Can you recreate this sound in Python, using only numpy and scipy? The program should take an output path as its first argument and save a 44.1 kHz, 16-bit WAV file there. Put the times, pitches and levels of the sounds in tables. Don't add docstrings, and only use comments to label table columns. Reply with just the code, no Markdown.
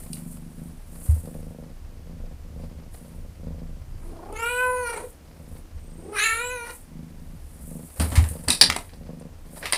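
import sys
import numpy as np
from scipy import signal
from scipy.fft import rfft, irfft, next_fast_len
from scipy.io import wavfile

SR = 44100
rng = np.random.default_rng(int(sys.argv[2]) if len(sys.argv) > 2 else 0)


def boost_factor(decibels):
    exponent = np.asarray(decibels, float) / 20
    return 10 ** exponent


def file_out(sig):
    cols = np.atleast_2d(sig).T
    lim = np.clip(cols, -1, 1)
    pcm = np.round(lim * 32767).astype(np.int16)
    wavfile.write(sys.argv[1], SR, pcm)


N = 430857

# first pulse t/s, last pulse t/s, pulses, swell level/dB, place of the swell (0-1)
PURR_RUNS = [(0.018, .541, 14, -38, 0.23), (0.575, .770, 6, -41.5, 0), (0.854, 1.05, 7, -46, 0.66),
             (1.129, 1.195, 3, -46, .6), (1.233, 1.700, 13, -39.5, 0.06), (1.848, 2.026, 6, -54, 0.85),
             (2.057, 2.308, 8, -43.5, 0), (2.446, 2.860, 12, -42, 0.31), (2.976, 3.281, 10, -46.5, 0.3),
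             (3.356, 3.764, 12, -42.5, 0.34), (3.867, 4.173, 10, -52.5, 0.5), (5.209, 5.587, 11, -45, 1),
             (5.77, 6.058, 9, -47, 0.66), (6.836, 7.333, 14, -43, .3), (7.515, 7.831, 9, -40.5, 1),
             (8.225, 8.434, 6, -41, 0.43), (8.929, 9.290, 10, -39.5, 0.58), (9.449, 9.655, 6, -45.5, 0.3)]
RUN_START_DB, RUN_END_DB = -12, -7
# f/Hz, width/Hz, level/dB
CHEST_MODES = [(161, 82, 5), (279, 116, -8)]
NOSE_MODES = [(500, 87, 1), (1140, 140, -36)]
# t/s, level/dB of nose ring and puffs
NOSE_FACING = [(0, -13), (.78, -12), (.85, -5), (1.23, 0), (6.1, 0), (6.8, -9), (7.35, -9), (7.5, -4),
               (8.2, 0)]
SNAP_S = 0.0014
SNAP_SPREAD_DB = 2.5
PUFF_DB = -45
SECOND_BEAT_S, SECOND_BEAT_DB = 0.0127, -4
PURR_ROOM_SHARE = 0.35

# t/s, pitch f/Hz, effort level/dB, jaw open (0-1), lips drawn back (0-1), fold pressure level/dB
MEOWS = [
    [(4.0, 305.8, -57, 0.1, 0.3, -5), (4.098, 340.2, -51.5, 0, 0, -15), (4.174, 326, -47, 0, 0.3, -39),
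     (4.31, 404.4, -44, 0, 0.8, -22), (4.363, 442.3, -40.5, 0.51, 0.54, 2),
     (4.445, 466, -27.5, 0.65, 0.76, -4.5), (4.511, 487.2, -32, 0.68, 0.7, 2),
     (4.639, 503.8, -24.5, 0.73, 0.95, -14), (4.675, 502.2, -24.5, 0.63, 0.4, -18),
     (4.808, 498.7, -30.5, 0.57, 0.22, -11), (4.886, 465.5, -30, 0.63, 0.14, -1.5),
     (4.988, 464, -35, 0.43, 0, -5.5), (5.052, 492.6, -49.5, 0.01, 0, -3), (5.09, 515, -92, 0.5, 0.06, 1)],
    [(5.98, 322, -57.5, 0.07, 0.05, -7), (6.11, 420.4, -47, 0, 0.01, -17),
     (6.145, 421.8, -34, .6, 0.17, -4.5), (6.189, 410, -29, 0.99, 0.2, 8.5),
     (6.243, 442.4, -28, 1, 0.33, 11), (6.323, 448.5, -28.5, 1, 0.34, 3),
     (6.419, 487, -33.5, 0.64, 0.28, 3), (6.46, 492.2, -37, 0.66, 0.88, 4.5),
     (6.532, 500, -36.5, 0.66, 0.4, 0.5), (6.642, 461.6, -38.5, 0.54, 0.2, -2.5),
     (6.71, 478.5, -43.5, 0.5, .1, 6), (6.77, 460, -78.5, 0.23, 0.07, -9)],
]
# t/s, purr flutter (0-1), hoarseness (0-1)
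VOICE_UNSTEADINESS = [(4.0, .9, .95), (4.28, .8, .85), (4.36, .6, .4), (4.43, .5, .15), (4.5, .1, .04),
                      (4.78, .1, .03), (4.87, .4, .1), (4.92, .7, .45), (5.0, .6, .8), (5.09, .6, .9),
                      (5.98, .7, .85), (6.13, .5, .6), (6.18, .2, .48), (6.28, .3, .32), (6.38, .05, .18),
                      (6.45, .05, .04), (6.63, .1, .04), (6.67, .4, .7), (6.77, .5, .9)]
FLUTTER_HZ = 29.5
FUNDAMENTAL_DB, SHUT_JAW_DB, PRESSURE_SHARE = -16, 33.5, 0.24
HOARSE_LOSS_DB = -6
# f/Hz at rest, f/Hz added by the jaw, f/Hz added by the lips, width/Hz,
# level/dB relative to effort, share of the pressure, level/dB added by the lips
MOUTH_PEAKS = [(637, 956.5, -12, 680, -2.5, 0, 4.5), (2161, 14, 461, 1050, -6.5, 0.92, 6.5),
               (9050, 306, 1506, 1400, -5.5, 0.38, -16.5), (11670, 6.5, 0.5, 10000, -19.5, 0.5, 6)]
# t/s, lower f/Hz, upper f/Hz
TONGUE_MOVES = [(4.0, 3900, 6800), (4.36, 4000, 6650), (4.445, 5940, 7800), (4.455, 3940, 8100),
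                (4.62, 4200, 8200), (4.72, 4260, 7200), (4.9, 4450, 5530), (5.0, 4200, 6570),
                (6.1, 4000, 5600), (6.15, 4030, 5530), (6.23, 3960, 6840), (6.401, 3950, 7330),
                (6.49, 3950, 7760), (6.51, 3900, 6460), (6.66, 4150, 5770), (6.77, 4400, 6050)]
# width/Hz, level/dB relative to effort, share of the pressure, level/dB added by the lips
TONGUE_PEAKS = [(746, -14.5, 1.3, -8.5), (700, -19.5, 1.2, 12)]

# t/s, board level/dB, t60/s, loose-board slap level/dB
THUDS = [(1.088, -6.5, 0.25, -46), (7.992, -15.5, 0.38, -21.5), (8.113, -20, 0.31, -29.5),
         (8.176, 0, 0.14, -30.5), (8.224, -10, 0.15, -42.5), (8.303, -23, 0.17, -49.5),
         (8.473, -17.5, 0.11, -25), (8.612, -40, 0.26, -24.5), (8.687, -21.5, 0.14, -30.5),
         (8.754, -50, 0.14, -37), (9.716, -59, 0.25, -39.5)]
# f/Hz, level/dB
BOARD_MODES = [(78, 3), (98, -8.5), (59.8, -50)]
# f/Hz, width/Hz, level/dB
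SLAP_MODES = [(165.3, 57, -4.5), (267, 48, -4), (517, 500, -14)]

# t/s, level/dB into low, middle and high modes, rattle t60/s
KNOCKS = [(0.131, -60, -32.5, -29, 0.045), (0.169, -47, -55, -48, 0.082), (4.326, -66, -52, -43, 0.06),
          (7.998, -43, -26.5, -21.5, 0.16), (8.102, -42.5, -52, -33.5, 0.41), (8.155, -24, -41, -25, 0.23),
          (8.17, -30, -34, -31, 0.079), (8.24, -28.5, -45, -33, 0.12), (8.288, -65, -48, -31, 0.1),
          (8.437, -56.5, -63, -37.5, 0.073), (8.483, -22, -22, -17.5, 0.15), (8.503, -20, -9, -9.5, 0.067),
          (8.517, -53.5, -18.5, -16.5, 0.19), (8.612, -10, 1.5, -2.5, 0.058),
          (8.7, -14.5, -21.5, -32, 0.043), (8.724, -34, -45, -36, 0.12), (8.763, -17, -35, -19.5, 0.041),
          (8.893, -46, -52, -64, 0.092), (8.934, -52, -47.5, -62, 0.1), (9.197, -64, -69, -48, 0.081),
          (9.628, -29.5, -59, -60, 0.2), (9.656, -26.5, -32, -39, 0.17), (9.724, -15, -19.5, -14.5, 0.074),
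          (9.732, -17, -17, -22.5, 0.084), (9.749, -32, -25, -28, 0.1)]
# f/Hz, width/Hz, level/dB
WOOD_MODES = [
    [(700, 910, 4), (1240, 1600, 9), (1576, 480, 9.5), (2028, 215, -8)],
    [(2420, 340, -4), (2880, 680, -0.5), (3730, 53, 6), (3930, 130, 6), (4700, 510, 6.5), (5770, 960, -4)],
    [(7130, 580, 2), (8200, 1500, 6.5), (9270, 840, 12), (10600, 527, 8.5), (11440, 3600, -5),
     (14000, 3000, -49)],
]
MODE_SPREAD_DB = 2.0

# peak t/s, coat level/dB, limb level/dB, rise/s and fall/s over 20 dB
FUR_SLIDES = [(0.005, -43.5, -52, .1, 0.16), (0.135, -43, -67, 0.039, 0.17), (0.32, -47, -73, 0.15, 0.13),
              (0.65, -56.5, -70, 0.48, 0.27), (1.06, -43, -58, 0.23, 0.43), (2.61, -62, -58, .07, .15),
              (2.94, -55, -63, .06, .45), (4.08, -62.5, -62, .25, 0.2), (5.1, -52, -77, 0.89, 0.079),
              (5.584, -56.5, -88, .35, 0.072), (6.75, -45, -72, 0.18, .12), (7.678, -49, -65.5, 0.22, .8),
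              (7.98, -42.5, -48, 0.038, 0.72), (8.015, -32.5, -39, .02, 0.08),
              (8.172, -41.5, -48, 0.043, 0.081), (8.3, -39, -67, .015, 0.091),
              (8.3, -45.5, -65.5, 0.97, 0.196), (8.8, -49, -54, .9, 0.18), (9.578, -44, -53.5, .1, 0.15),
              (9.635, -60, -38, .02, 0.048), (9.666, -41, -36.5, 0.041, 0.035), (9.72, -49, -66, 0.25, .3)]
# f/Hz, level/dB per Hz
COAT_COLOUR = [(2940, -46), (5000, -57), (5650, -17), (6660, -8.5), (8380, 3), (9830, 5), (13200, -3.5),
               (14200, -3.5), (16000, -4)]
LIMB_COLOUR = [(290, -4), (500, 8.5), (1520, -4), (1930, -4), (3390, -12.5), (4820, -6.5), (6000, -16),
               (7800, -40.5), (13200, -120)]
BRIGHT_FLOOR_DB, DULL_FLOOR_DB = -78.5, -66

# start t/s, end t/s, f/Hz, width/Hz, level/dB
NOSE_AIR = (5.76, 6.15, 8600, 1000, -62)

# t/s, level/dB
RUMBLE_SWELL = [(0, -38.5), (.78, -43), (1.4, -35.5), (1.65, -40.5), (2.14, -37.5), (2.4, -37.5),
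                (2.67, -35.5), (3.05, -41), (3.35, -34.5), (3.66, -33), (4.2, -40.5), (5.3, -44),
                (5.51, -37.5), (6.76, -45.5), (6.89, -40.5), (7.8, -41.5), (9.48, -41.5), (9.77, -45)]
# f/Hz, level/dB per Hz
RUMBLE_COLOUR = [(8.8, -13), (15, -10.5), (27, 18), (43, -5), (75, 8), (108, -6), (151, -11.5), (200, -16),
                 (260, -84), (440, -120)]
HISS_COLOUR = [(65, -31.5), (110, -11.5), (295, -5), (387, -12), (589, -14), (1230, -21), (2780, -25),
               (3800, -28), (5430, -27.5), (15900, -32), (16100, -51)]
RUMBLE_FLICKER_DB, HISS_DB = 2.0, -55

CEILING_ECHO_S, CEILING_DB = 0.0124, -19.5
ROOM_T60_S, ROOM_DB, WALL_CUT_HZ = 0.21, -11, 7000


def rms_one(x):
    return x / np.sqrt(np.mean(x ** 2) + 1e-20)


def in_time(rows, t=None):
    s, *columns = np.transpose(rows)
    t = np.arange(N) / SR if t is None else t
    return [np.interp(t, s, column) for column in columns]


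def slow(rate_hz):
    r = np.exp(-2 * np.pi * rate_hz / SR)
    noise = rng.standard_normal(N + SR)
    return rms_one(signal.lfilter([1], [1, -2 * r, r * r], noise)[SR:])


def coloured(spectrum):
    hz, db = np.transpose(spectrum)
    size = next_fast_len(N)
    grid = np.fft.rfftfreq(size, 1 / SR) + 1
    shape = boost_factor(np.interp(np.log(grid), np.log(hz), db, left=-80, right=-80))
    return rms_one(irfft(rfft(rng.standard_normal(size)) * shape, size)[:N])


def resonate(x, peaks):
    out = 0
    for k, (hz, width, db) in enumerate(peaks):
        r = np.exp(-np.pi * width / SR)
        feed = [(1 - r * r) / 2, 0, (r * r - 1) / 2]
        back = [1, -2 * r * np.cos(2 * np.pi * hz / SR), r * r]
        out = out + (-1) ** k * boost_factor(db) * signal.lfilter(feed, back, x + 1e-18)
    return out


def purr():
    snaps, nose_snaps, effort = np.zeros(N), np.zeros(N), []
    for first, last, pulses, db, place in PURR_RUNS:
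        chance = rng.standard_normal((round(pulses), 3))
        times = np.linspace(first, last, len(chance)) + SNAP_S + 0.00081 * chance[:, 0]
        at = (times * SR).astype(int)
        snaps[at] = boost_factor(SNAP_SPREAD_DB * chance[:, 1])
        facing_db = in_time(NOSE_FACING, first)[0]
        nose_snaps[at] = snaps[at] * boost_factor(facing_db + SNAP_SPREAD_DB * chance[:, 2])
        swell_s = first + np.clip(place, 0.05, 0.95) * (last - first)
        effort += [(first, db + RUN_START_DB), (swell_s, db), (last, db + RUN_END_DB)]
    air = np.convolve(nose_snaps, np.hanning(700))[:N] * rng.standard_normal(N)
    puffs = resonate(air, [(598, 390, -1), (1070, 410, 7.5), (1940, 1600, 9.0)])
    chest = resonate(resonate(snaps, CHEST_MODES), [(176, 170, 0.0018)])
    nose = resonate(resonate(nose_snaps, NOSE_MODES), [(487, 1100, -2.5)])
    sound = chest + nose + boost_factor(PUFF_DB) * puffs
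    sound = -np.convolve(sound, np.hanning(int(SNAP_S * SR)))[:N]
    lag = int(SECOND_BEAT_S * SR)
    sound[lag:] += boost_factor(SECOND_BEAT_DB) * sound[:-lag]
    return rms_one(sound) * boost_factor(in_time(effort)[0])


def meows():
    spans = [np.arange(int(meow[0][0] * SR), int(meow[-1][0] * SR)) for meow in MEOWS]
    i = np.concatenate(spans)
    flutter, hoarse = in_time(VOICE_UNSTEADINESS, i / SR)
    pitch, effort_db, jaw, lips, press_db = in_time(sum(MEOWS, []), i / SR)
    jitter, rasp, air = slow(40)[i], slow(110), slow(200)
    phase = 2 * np.pi * np.cumsum(pitch * (1 + (0.0049 + 0.043 * hoarse) * jitter)) / SR

    k = np.arange(2, 36)[:, None]
    airy = np.clip(0.09 * (k - 3.5), 0, 0.6)
    own = (i + 9000 * k) % N
    steady = np.sqrt(1 - hoarse ** 2) * (1 + 0.22 * hoarse * np.cos(phase / 2))
    waver = np.sqrt(1 - airy ** 2) * (steady + hoarse * rasp[own]) + airy * air[own]
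    partials = np.sin(k * phase + 0.35 * k ** 2) * waver

    fundamental_db = effort_db + FUNDAMENTAL_DB + SHUT_JAW_DB * (1 - jaw)
    fundamental_db = fundamental_db + PRESSURE_SHARE * press_db + HOARSE_LOSS_DB * hoarse
    voice = np.sqrt(2) * boost_factor(fundamental_db) * np.sin(phase) * (steady + hoarse * rasp[i])

    peaks = [(rest_hz + jaw_hz * jaw + lips_hz * lips, *rest)
             for rest_hz, jaw_hz, lips_hz, *rest in MOUTH_PEAKS]
    peaks += [(hz, *rest) for hz, rest in zip(in_time(TONGUE_MOVES, i / SR), TONGUE_PEAKS)]
    for hz, width, db, share, lips_db in peaks:
        damped_width = width * (1 + 1.1 * hoarse)
        weight = 1 / (1 + (2 * (k * pitch - hz) / damped_width) ** 2) ** 2.1
        weight = weight / np.sqrt(np.sum(weight ** 2, axis=0) / 2)
        peak_db = effort_db + db + share * press_db + lips_db * lips
        voice += boost_factor(peak_db) * np.sum(weight * partials, axis=0)

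    throb = 0.5 + 0.5 * np.sin(2 * np.pi * FLUTTER_HZ * i / SR + 0.5 * slow(1.3)[i])
    out = np.zeros(N)
    out[i] = voice * (1 - flutter * throb ** 2)
    return out


def thuds():
    out, slaps, t = np.zeros(N + SR), np.zeros(N + SR), np.arange(SR // 2) / SR
    for s, db, t60, slap_db in THUDS:
        ring = sum(boost_factor(mode_db - 60 * t / t60) * np.sin(2 * np.pi * hz * t) for hz, mode_db in BOARD_MODES)
        push = 1 - np.exp(-t / 0.0092)
        out[int(s * SR):][:len(t)] -= boost_factor(db) * ring * push
        slap = boost_factor(slap_db - 60 * t / 0.26) * rng.standard_normal(len(t))
        slaps[int((s + 0.006) * SR):][:len(t)] += slap
    slap_gain = 1 / np.std(resonate(rng.standard_normal(SR), SLAP_MODES))
    return out[:N] + slap_gain * resonate(slaps[:N], SLAP_MODES)


def knocks():
    out, t = np.zeros(N), np.arange(SR // 3) / SR
    grains = boost_factor(3.27 * slow(80) - 1.5)
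    crack = np.exp(-t / 0.0015)
    for group, modes in enumerate(WOOD_MODES):
        drives = np.zeros((len(modes), N + SR))
        for s, *levels_db, t60 in KNOCKS:
            at = int(s * SR)
            grain = np.take(grains, at + np.arange(len(t)), mode="wrap")
            rattle = 0.49 * boost_factor(-60 * t / t60) * (1 - np.exp(-t / 0.0024)) * grain
            blow = boost_factor(levels_db[group]) * (crack + rattle) * rng.standard_normal(len(t))
            strengths = boost_factor(MODE_SPREAD_DB * rng.standard_normal((len(modes), 1)))
            drives[:, at:at + len(t)] += strengths * blow
        rings = sum((-1) ** k * resonate(drives[k, :N], [mode]) for k, mode in enumerate(modes))
        out += rings / np.std(resonate(rng.standard_normal(SR), modes))
    return out


def fur():
    t = np.arange(0, N, 64) / SR
    coat_power, limb_power = boost_factor(2 * BRIGHT_FLOOR_DB), boost_factor(2 * DULL_FLOOR_DB)
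    for s, coat_db, limb_db, rise_s, fall_s in FUR_SLIDES:
        under_db = -20 * np.abs(t - s) / np.where(t < s, rise_s, fall_s)
        coat_power = coat_power + boost_factor(2 * (coat_db + under_db))
        limb_power = limb_power + boost_factor(2 * (limb_db + under_db))
    coat, limb = in_time(np.transpose([t, np.sqrt(coat_power), np.sqrt(limb_power)]))
    bright = coat * coloured(COAT_COLOUR)
    dull = limb * boost_factor(4.6 * slow(35)) * coloured(LIMB_COLOUR)
    return boost_factor(1.68 * slow(70)) * (bright + dull)


def nose_air():
    start, end, hz, width, db = NOSE_AIR
    t = np.arange(N) / SR
    swell = np.sin(np.pi * np.clip((t - start) / (end - start), 0, 1)) ** 0.38
    throb = 1 + 0.6 * np.sin(2 * np.pi * FLUTTER_HZ * t)
    hiss = resonate(resonate(rng.standard_normal(N), [(hz, width, 0)]), [(hz, width, 0)])
    return boost_factor(db) * swell * throb * rms_one(hiss)


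def room(x):
    size = next_fast_len(N + SR)
    w = 2 * np.pi * np.fft.rfftfreq(size)
    dull = 1 / (1 + 1j * w * SR / (2 * np.pi * WALL_CUT_HZ))
    bounce = boost_factor(CEILING_DB) * dull * np.exp(-1j * w * CEILING_ECHO_S * SR)
    answer = 1 / (1 - bounce)
    for k, lag in enumerate(rng.uniform(0.008, 0.03, 8)):
        loop = boost_factor(-60 * lag / ROOM_T60_S) * np.sqrt(dull) * np.exp(-1j * w * round(lag * SR))
        answer = answer + boost_factor(ROOM_DB) * (-1) ** k * loop / (1 - loop)
    return irfft(rfft(x, size) * answer, size)[:N]


def rumble():
    level_db = in_time(RUMBLE_SWELL)[0] + RUMBLE_FLICKER_DB * slow(8.3)
    return boost_factor(level_db) * coloured(RUMBLE_COLOUR)


def hiss():
    return boost_factor(HISS_DB) * coloured(HISS_COLOUR)


def scene():
    purring = purr()
    dry_purr = (1 - PURR_ROOM_SHARE) * purring
    in_room = room(PURR_ROOM_SHARE * purring + knocks() + meows())
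    mix = dry_purr + in_room + thuds() + fur() + nose_air() + rumble() + hiss()
    return mix[None]


def low_pass(x):
    return signal.sosfilt(signal.butter(12, 16790, fs=SR, output="sos"), x)


def record(dry):
    bass_cut = signal.butter(1, 22, "high", fs=SR, output="sos")
    treble_cut = signal.cheby2(12, 60, 16200, fs=SR, output="sos")
    heard = signal.sosfilt(treble_cut, signal.sosfilt(bass_cut, dry))
    return low_pass(np.tanh(heard))


dry = scene()
out = record(dry)
file_out(out)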